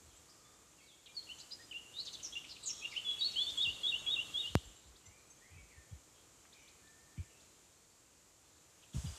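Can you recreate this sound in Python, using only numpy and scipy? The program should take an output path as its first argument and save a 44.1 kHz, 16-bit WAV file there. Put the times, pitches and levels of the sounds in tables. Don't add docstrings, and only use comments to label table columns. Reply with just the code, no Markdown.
import sys
import numpy as np
from scipy import signal
from scipy.fft import rfft, irfft
from scipy.io import wavfile
from scipy.ndimage import uniform_filter1d

SR = 44100
rng = np.random.default_rng(int(sys.argv[2]) if len(sys.argv) > 2 else 0)


def wav_out(sig):
    wavfile.write(sys.argv[1], SR, np.round(np.clip(np.atleast_2d(sig).T, -1, 1) * 32767).astype(np.int16))


N = 404838
TIME = np.arange(N) / SR


def twitter(scratch_rasp=0.67):
    # (time [s], length [s], start [Hz], middle [Hz], end [Hz],
    #               level [dB], crescendo [dB], rasp [0-1])
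    notes = [ (1.086, 0.031, 2440, 2390, 2440, -64.5, -2, .1), (1.145, .028, 4770, 4630, 4450, -60, 4, .02),
             (1.166, .032, 4480, 4356, 4180, -44, -1, 0.01), (1.27, .018, 2770, 2880, 2980, -60, 0, 0),
             (1.289, 0.038, 2610, 2915, 3090, -49.5, 2, 0), (1.516, 0.021, 4850, 4990, 4890, -49, 2, 0.1),
             (1.589, 0.039, 1720, 1877, 1810, -64, 0, 0.1), (1.711, 0.021, 3020, 2880, 2300, -48, -6, 0.07),
             (1.741, 0.042, 2790, 2777, 2975, -46.5, 2, 0.06),
             (1.938, 0.036, 3540, 3640, 3640, -54, 2, 0.1), (1.962, 0.054, 3710, 3980, 4580, -44, 10, 0.21),
             (2.324, 0.022, 3200, 3360, 3480, -48.5, -2, 0.26),
             (2.354, 0.036, 2740, 2767, 3050, -44, -1, 0.25), (2.811, 0.05, 2490, 2650, 2860, -45, 19, .24),
             (2.916, 0.046, 2486, 2204, 2640, -53, -3, 0.3),
             (2.962, 0.021, 2620, 2940, 3130, -37.5, 3, 0.06),
             (3.045, .068, 3463, 3387, 3363, -35, 17, 0.03), (3.192, 0.02, 4450, 4550, 4450, -44, 10, .05),
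             (3.209, 0.033, 3930, 3788, 4100, -34.5, -1, 0.08),
             (3.245, 0.038, 4264, 4397, 4400, -35, -13.5, 0), (3.358, 0.07, 2894, 3307, 3490, -35, 5, .03),
             (3.398, 0.062, 3900, 4350, 4420, -49.5, -5, 0.02),
             (3.466, .036, 3536, 3570, 3670, -39, 5, 0.08)]
    # (time [s], length [s], start [Hz], end [Hz], level [dB])
    slides = [ (1.384, 0.027, 5900, 7500, -59), (1.385, .036, 3370, 4760, -55.5),
              (1.508, 0.032, 3910, 4680, -51.5), (2.05, .029, 6550, 6300, -57.5),
              (2.055, 0.035, 4840, 3380, -48), (2.127, 0.021, 6350, 6060, -56.5),
              (2.13, 0.03, 4600, 3290, -49), (2.200, 0.015, 3500, 2600, -58),
              (2.228, 0.049, 6480, 5180, -45.5), (2.442, 0.021, 2554, 3040, -54.5),
              (2.493, .039, 5110, 3910, -52), (2.557, 0.017, 3010, 2550, -58),
              (2.627, 0.065, 3990, 4080, -54.5), (2.630, 0.043, 7660, 8000, -53.5),
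              (2.658, 0.038, 6920, 6390, -41), (2.687, 0.032, 2996, 2760, -55.5),
              (2.693, .026, 5850, 5630, -43), (2.913, .03, 5100, 4380, -60.5),
              (2.96, 0.0216, 5600, 4400, -59), (3.315, 0.02, 5800, 4800, -56),
              (3.490, .02, 5830, 4670, -54), (3.57, .022, 7700, 6640, -54.5),
              (4.054, .025, 2890, 2310, -55.5)]
    clear = place((s, chirp(length, hz, db, rasp, rise)) for s, length, *hz, db, rise, rasp in notes)
    scratchy = place((s, chirp(length, hz, db, scratch_rasp)) for s, length, *hz, db in slides)
    return clear + scratchy


def whistles():
    # (time [s], length [s], level [dB], low note [Hz], dip before the low note [dB])
    warbles = [(3.573, .137, -33, 2670, -1.5), (3.831, .14, -34.3, 2746, -16),
               (4.062, .16, -35.5, 2686, -11), (4.338, 0.15, -39, 2740, -17)]
    return place((s, warble(*row)) for s, *row in warbles)


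def warble(length, db, low_hz, catch_db, flutter_db=1.4, quaver_hz=30, catch_at=0.588, catch_width=0.035):
    # (position [share of length], pitch before the low note is tuned [Hz], relative level [dB])
    contour = [(0, 3384, -4.5), (.11, 3302, 0.5), (.24, 3410, 3), (.38, 3770, -4.5), (.5, 3730, 1),
               (.6, 2938, -3), (.72, 2720, -5.5), (.86, 2882, -2.5), (1, 3135, -11)]
    t = np.arange(int(length * SR)) / SR
    progress = t / length
    hz, shape_db = along(contour, progress)
    hz = np.where(progress > catch_at, hz * low_hz / hz.min(), hz)
    shape_db += catch_db * np.exp(-((progress - catch_at) / catch_width) ** 2)
    glide = uniform_filter1d(hz, size=400, mode="nearest") + quaver_hz * wander(t, 92)
    envelope = signal.windows.tukey(len(t), .08) * from_db(db + shape_db + flutter_db * wander(t, 159))
    return envelope * syrinx(t, glide, rasp=0.034)


def chirp(length, pitches_hz, db, rasp, crescendo_db=0, softness=0.26):
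    t = np.arange(max(int(length * SR), 64)) / SR
    progress = t / t[-1]
    bend = np.polyfit(np.linspace(0, 1, len(pitches_hz)), pitches_hz, len(pitches_hz) - 1)
    swell = rms_one(np.abs(np.sin(np.pi * progress)) ** softness * from_db(crescendo_db * progress))
    return from_db(db) * swell * syrinx(t, np.polyval(bend, progress), np.clip(rasp, 0, 1))


def syrinx(t, hz, rasp, buzz_hz=640, swing_hz=430, jitter_hz=330, throb=0.99, overtone_db=-36):
    buzz = np.sin(2 * np.pi * np.cumsum(buzz_hz * (1 + 0.134 * wander(t, 199.5))) / SR)
    shaken_hz = hz + rasp * (swing_hz * buzz + jitter_hz * wander(t, 1093))
    phase = 2 * np.pi * np.cumsum(shaken_hz) / SR
    strength = 1 + throb * rasp * (buzz + wander(t, 358))
    return rms_one(strength * (np.sin(phase) + from_db(overtone_db) * np.sin(2 * phase)))


def calls(whit_s=0.017, whit_hz=(3230, 3970, 5550), chek_s=0.0216, chek_hz=(3464, 3130, 2720), pip_s=0.019):
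    # (time [s], level [dB])
    whits = [(1.224, -63), (3.618, -50), (4.955, -65.5), (5.057, -73), (6.525, -63.5), (6.676, -66),
             (6.870, -70), (7.398, -70)]
    # (time [s], level [dB])
    cheks = [(1.060, -57), (8.822, -65.5), (8.932, -63.5), (9.056, -58), (9.158, -64)]
    # (time [s], pitch [Hz], level [dB])
    pips = [(.165, 7700, -68), (3.985, 6550, -59), (4.650, 7350, -61), (4.760, 7390, -64.5),
            (5.058, 7280, -62.5), (5.058, 6070, -66), (5.300, 6350, -63), (5.300, 7900, -66),
            (6.600, 5950, -68), (9.066, 4830, -57)]
    rising = place((s, chirp(whit_s, whit_hz, db, rasp=0.14)) for s, db in whits)
    falling = place((s, chirp(chek_s, chek_hz, db, rasp=0.51)) for s, db in cheks)
    thin = place((s, chirp(pip_s, (hz, hz), db, rasp=0.09)) for s, hz, db in pips)
    return rising + falling + thin


def far_song():
    # (time [s], length [s], start [Hz], middle [Hz], end [Hz], level [dB], rasp [0-1])
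    notes = [ (0.283, .027, 4300, 4850, 5350, -66.5, .55), (0.44, 0.082, 3390, 3580, 3540, -77.5, 0.2),
             (0.782, .029, 2820, 2670, 2500, -70, .2), (0.803, 0.045, 2150, 2223, 2240, -71, 0.11),
             (0.813, 0.033, 4400, 4550, 4380, -72.5, .06), (0.867, 0.063, 4150, 3550, 3250, -68.5, 0),
             (5.042, .17, 2000, 2320, 2460, -75, 0.16), (5.409, 0.07, 1790, 2000, 2250, -70, 0.12),
             (5.491, .122, 2320, 2520, 2470, -73, .45), (5.568, .047, 2334, 2274, 2280, -68, 0.14),
             (5.70, .05, 2424, 2130, 1880, -69.5, .4), (5.76, 0.034, 1800, 1806, 1790, -70, .03),
             (6.529, .173, 2454, 2293, 2430, -72, 0.49), (6.79, 0.415, 1740, 1802, 1793, -76.5, 0.12),
             (7.166, 0.039, 2290, 2307, 2380, -68.5, 0.63), (7.30, 0.077, 2640, 2664, 2770, -76, 0.23)]
    return place((s, chirp(length, hz, db, rasp)) for s, length, *hz, db, rasp in notes)


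def chorus(lowest_hz=2850, range_hz=1900, slide=0.297, shortest_s=0.0142, spread_s=0.0306):
    # (time [s], level [dB])
    loudness = [(0, -78), (1.1, -79), (2.2, -68), (2.95, -62), (3.4, -64), (4.25, -68), (4.4, -60.5),
                (4.6, -73), (5.0, -81), (7.0, -81), (8.2, -83.5), (9.18, -79.5)]
    slot_s = 0.01
    slots = np.arange(0, N / SR, slot_s)
    levels_db, = along(loudness, slots)
    out = np.zeros(N)
    for s, db, (chance, pitch, tilt, size, rough) in zip(slots, levels_db, rng.random((len(slots), 5))):
        chirps_per_s = 32 * 2 ** ((db + 63) / 9)
        if chance < slot_s * chirps_per_s:
            hz = lowest_hz + range_hz * pitch ** 2
            bend = 1 + slide * (tilt - .5)
            add(out, s, chirp(shortest_s + spread_s * size, (hz * bend, hz / bend), db, 0.86 * rough))
    return out


def garden(x, scatter_db, leaves_t60_s=0.04, trees_t60_s=0.78, build_s=0.011, turn_hz=0.5924):
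    # (delay [s], level [dB])
    echoes = [(.0043, -8.5), (.021, -10.5), (.118, -20)]
    t = TIME[:SR]
    decay = from_db(-60 * t / trees_t60_s) + from_db(-60 * t / leaves_t60_s)
    paths = rng.standard_normal((2, SR)) * decay * np.minimum(t / build_s, 1)
    paths *= from_db(scatter_db) / np.linalg.norm(paths, axis=1, keepdims=True)
    first, second = signal.fftconvolve(x[None], paths, axes=1)[:, :N]
    turn = 2 * np.pi * turn_hz * TIME
    out = x + np.cos(turn) * first + np.sin(turn) * second
    for delay, db in echoes:
        add(out, delay, from_db(db) * x)
    return out


def click(at_s=4.5533, step_db=-11, leak_s=0.05, top_hz=9100, low_cut_hz=70):
    age = np.maximum(TIME - at_s, 0)
    step = (age > 0) * np.exp(-age / leak_s) + 1e-18
    snap = from_db(step_db) * butter(step, top_hz, "low", order=1)
    return butter(butter(snap, low_cut_hz, "high", order=4), low_cut_hz, "high", order=4)


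def wind(eddy_hz=77.6, eddy_db=-59, db_per_octave=44.5, sag_octaves=0.65, unsteady=0.34, ragged_db=3.5):
    # (time [s], rise time [s], peak level [dB])
    puffs = [(.01, 0.062, -63), (3.638, 0.038, -52.5), (4.478, 0.036, -53.5), (4.636, 0.032, -54.5),
             (4.83, 0.055, -61), (5.06, .025, -61), (5.492, 0.072, -56), (5.762, .021, -56),
             (5.907, 0.024, -46.5), (7.174, 0.018, -36.5), (8.937, .03, -35.5), (9.030, 0.038, -38)]
    out = np.zeros(N)
    for s, rise_s, db in puffs:
        t = np.arange(int(4 * rise_s * SR)) / SR
        age = t / rise_s
        hz = eddy_hz * 2 ** ((db - eddy_db) / db_per_octave - sag_octaves * np.tanh(age - 1))
        turns = rng.random() + np.cumsum(hz * (1 + unsteady * wander(t, 300.5))) / SR
        eddy = rms_one(np.sin(2 * np.pi * turns) * from_db(ragged_db * wander(t, 194)))
        swell = (age * np.exp(1 - age)) ** 2.5
        add(out, s, from_db(db) * eddy * swell)
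    return butter(out, 40, "high")


def rustle(at_s=8.925, db=-54.5, attack_s=0.03, fade_db_per_s=7):
    # (frequency [Hz], relative level [dB])
    colour = [(240, -36), (400, -1), (471, -4), (1260, -3.5), (2350, -10), (2940, -4), (4200, -7.5),
              (7280, 0), (14000, -21.5)]
    age = np.maximum(TIME - at_s, 0)
    return np.minimum(age / attack_s, 1) * from_db(db - fade_db_per_s * age) * coloured_noise(colour)


def tick(at_s=6.452, db=-60, band_hz=(1100, 2600), t60_s=0.05):
    burst = rms_one(butter(rng.standard_normal(SR), band_hz, "band"))
    return place([(at_s, burst * from_db(db - 60 * TIME[:SR] / t60_s))])


def hush(murmur_trim_db=4, hiss_trim_db=11):
    # (time [s], murmur [dB], hiss [dB])
    levels = [(0.0, -72, -75.5), (0.57, -72, -77), (1.01, -74.5, -77.5), (1.34, -69, -72.5),
              (1.8, -70.5, -74.5), (2.2, -68, -71.5), (2.57, -69, -74.5), (3.53, -65, -67.5),
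              (3.71, -65, -70), (4.13, -63.5, -70), (4.43, -65.5, -68.5), (4.82, -72.5, -77.5),
              (7.44, -72.5, -76.5), (7.86, -75, -78.5), (8.38, -75, -78.5), (8.88, -73, -76.5)]
    # (frequency [Hz], relative level [dB])
    murmur_colour = [(24, -57), (40, -2.5), (70, 2.5), (248, -4.5), (311, -0.5), (397, -4.5), (474, -2.5),
                     (522, -5), (794, -7.5), (1100, -8), (1230, -7.5), (1700, -13), (1900, -13),
                     (2470, -14.5), (4180, -120)]
    # (frequency [Hz], relative level [dB])
    hiss_colour = [(880, -71), (1500, -11.5), (2090, -10), (2170, -10), (2500, -6.5), (2890, -6.5),
                   (3590, -6.5), (5200, -6), (5670, -4), (7250, 2), (8520, -4.5), (9190, -8.5),
                   (13800, -16.5), (14500, -19)]
    murmur_db, hiss_db = along(levels, TIME)
    murmur = from_db(murmur_db + murmur_trim_db) * coloured_noise(murmur_colour)
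    hiss = from_db(hiss_db + hiss_trim_db) * coloured_noise(hiss_colour)
    return murmur + hiss


def drone(hz=1223, width_hz=66):
    # (middle [s], length [s], peak level [dB])
    swells = [(.5, 1.0, -73.5), (2.92, 0.94, -71), (4.17, 0.56, -69.5)]
    band = butter(rng.standard_normal(N), (hz - width_hz / 2, hz + width_hz / 2), "band", order=1)
    level = place((s - length / 2, from_db(db) * np.hanning(int(length * SR))) for s, length, db in swells)
    return level * rms_one(band)


def coloured_noise(spectrum):
    hz, db = np.transpose(spectrum)
    bins = np.maximum(np.arange(N // 2 + 1) * SR / N, 1)
    skirts = np.minimum(bins / hz[0], 1) ** 4 * np.minimum(hz[-1] / bins, 1) ** 4
    colour = from_db(np.interp(np.log(bins), np.log(hz), db))
    return rms_one(irfft(rfft(rng.standard_normal(N)) * skirts * colour, N))


def wander(t, per_s):
    knots = rng.standard_normal(4096)
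    return np.interp((t - t[0]) * per_s % len(knots), np.arange(len(knots)), knots)


def butter(x, hz, kind, order=2):
    return signal.sosfilt(signal.butter(order, hz, kind, fs=SR, output="sos"), x)


def from_db(db):
    return 10 ** (np.asarray(db) / 20)


def rms_one(x):
    return x / np.sqrt(np.mean(x ** 2) + 1e-20)


def along(rows, t):
    s, *columns = np.transpose(rows)
    return [np.interp(t, s, c) for c in columns]


def add(out, s, sound):
    start = int(np.clip(s * SR, 0, N))
    out[start:start + len(sound)] += sound[:N - start]


def place(sounds):
    out = np.zeros(N)
    for s, sound in sounds:
        add(out, s, sound)
    return out


def scene():
    singer = garden(twitter(), scatter_db=-8.5) + garden(whistles(), scatter_db=-12)
    neighbours = garden(calls(), scatter_db=-4)
    far_birds = garden(far_song(), scatter_db=1.5) + garden(chorus(), scatter_db=4.5)
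    return (singer + neighbours + far_birds + hush() + drone() + wind() + rustle() + click() + tick())[None]


def record(dry, cutoff_hz=14600):
    return signal.sosfilt(signal.ellip(10, .1, 70, cutoff_hz, fs=SR, output="sos"), dry)


dry = scene()
out = record(dry)
wav_out(out)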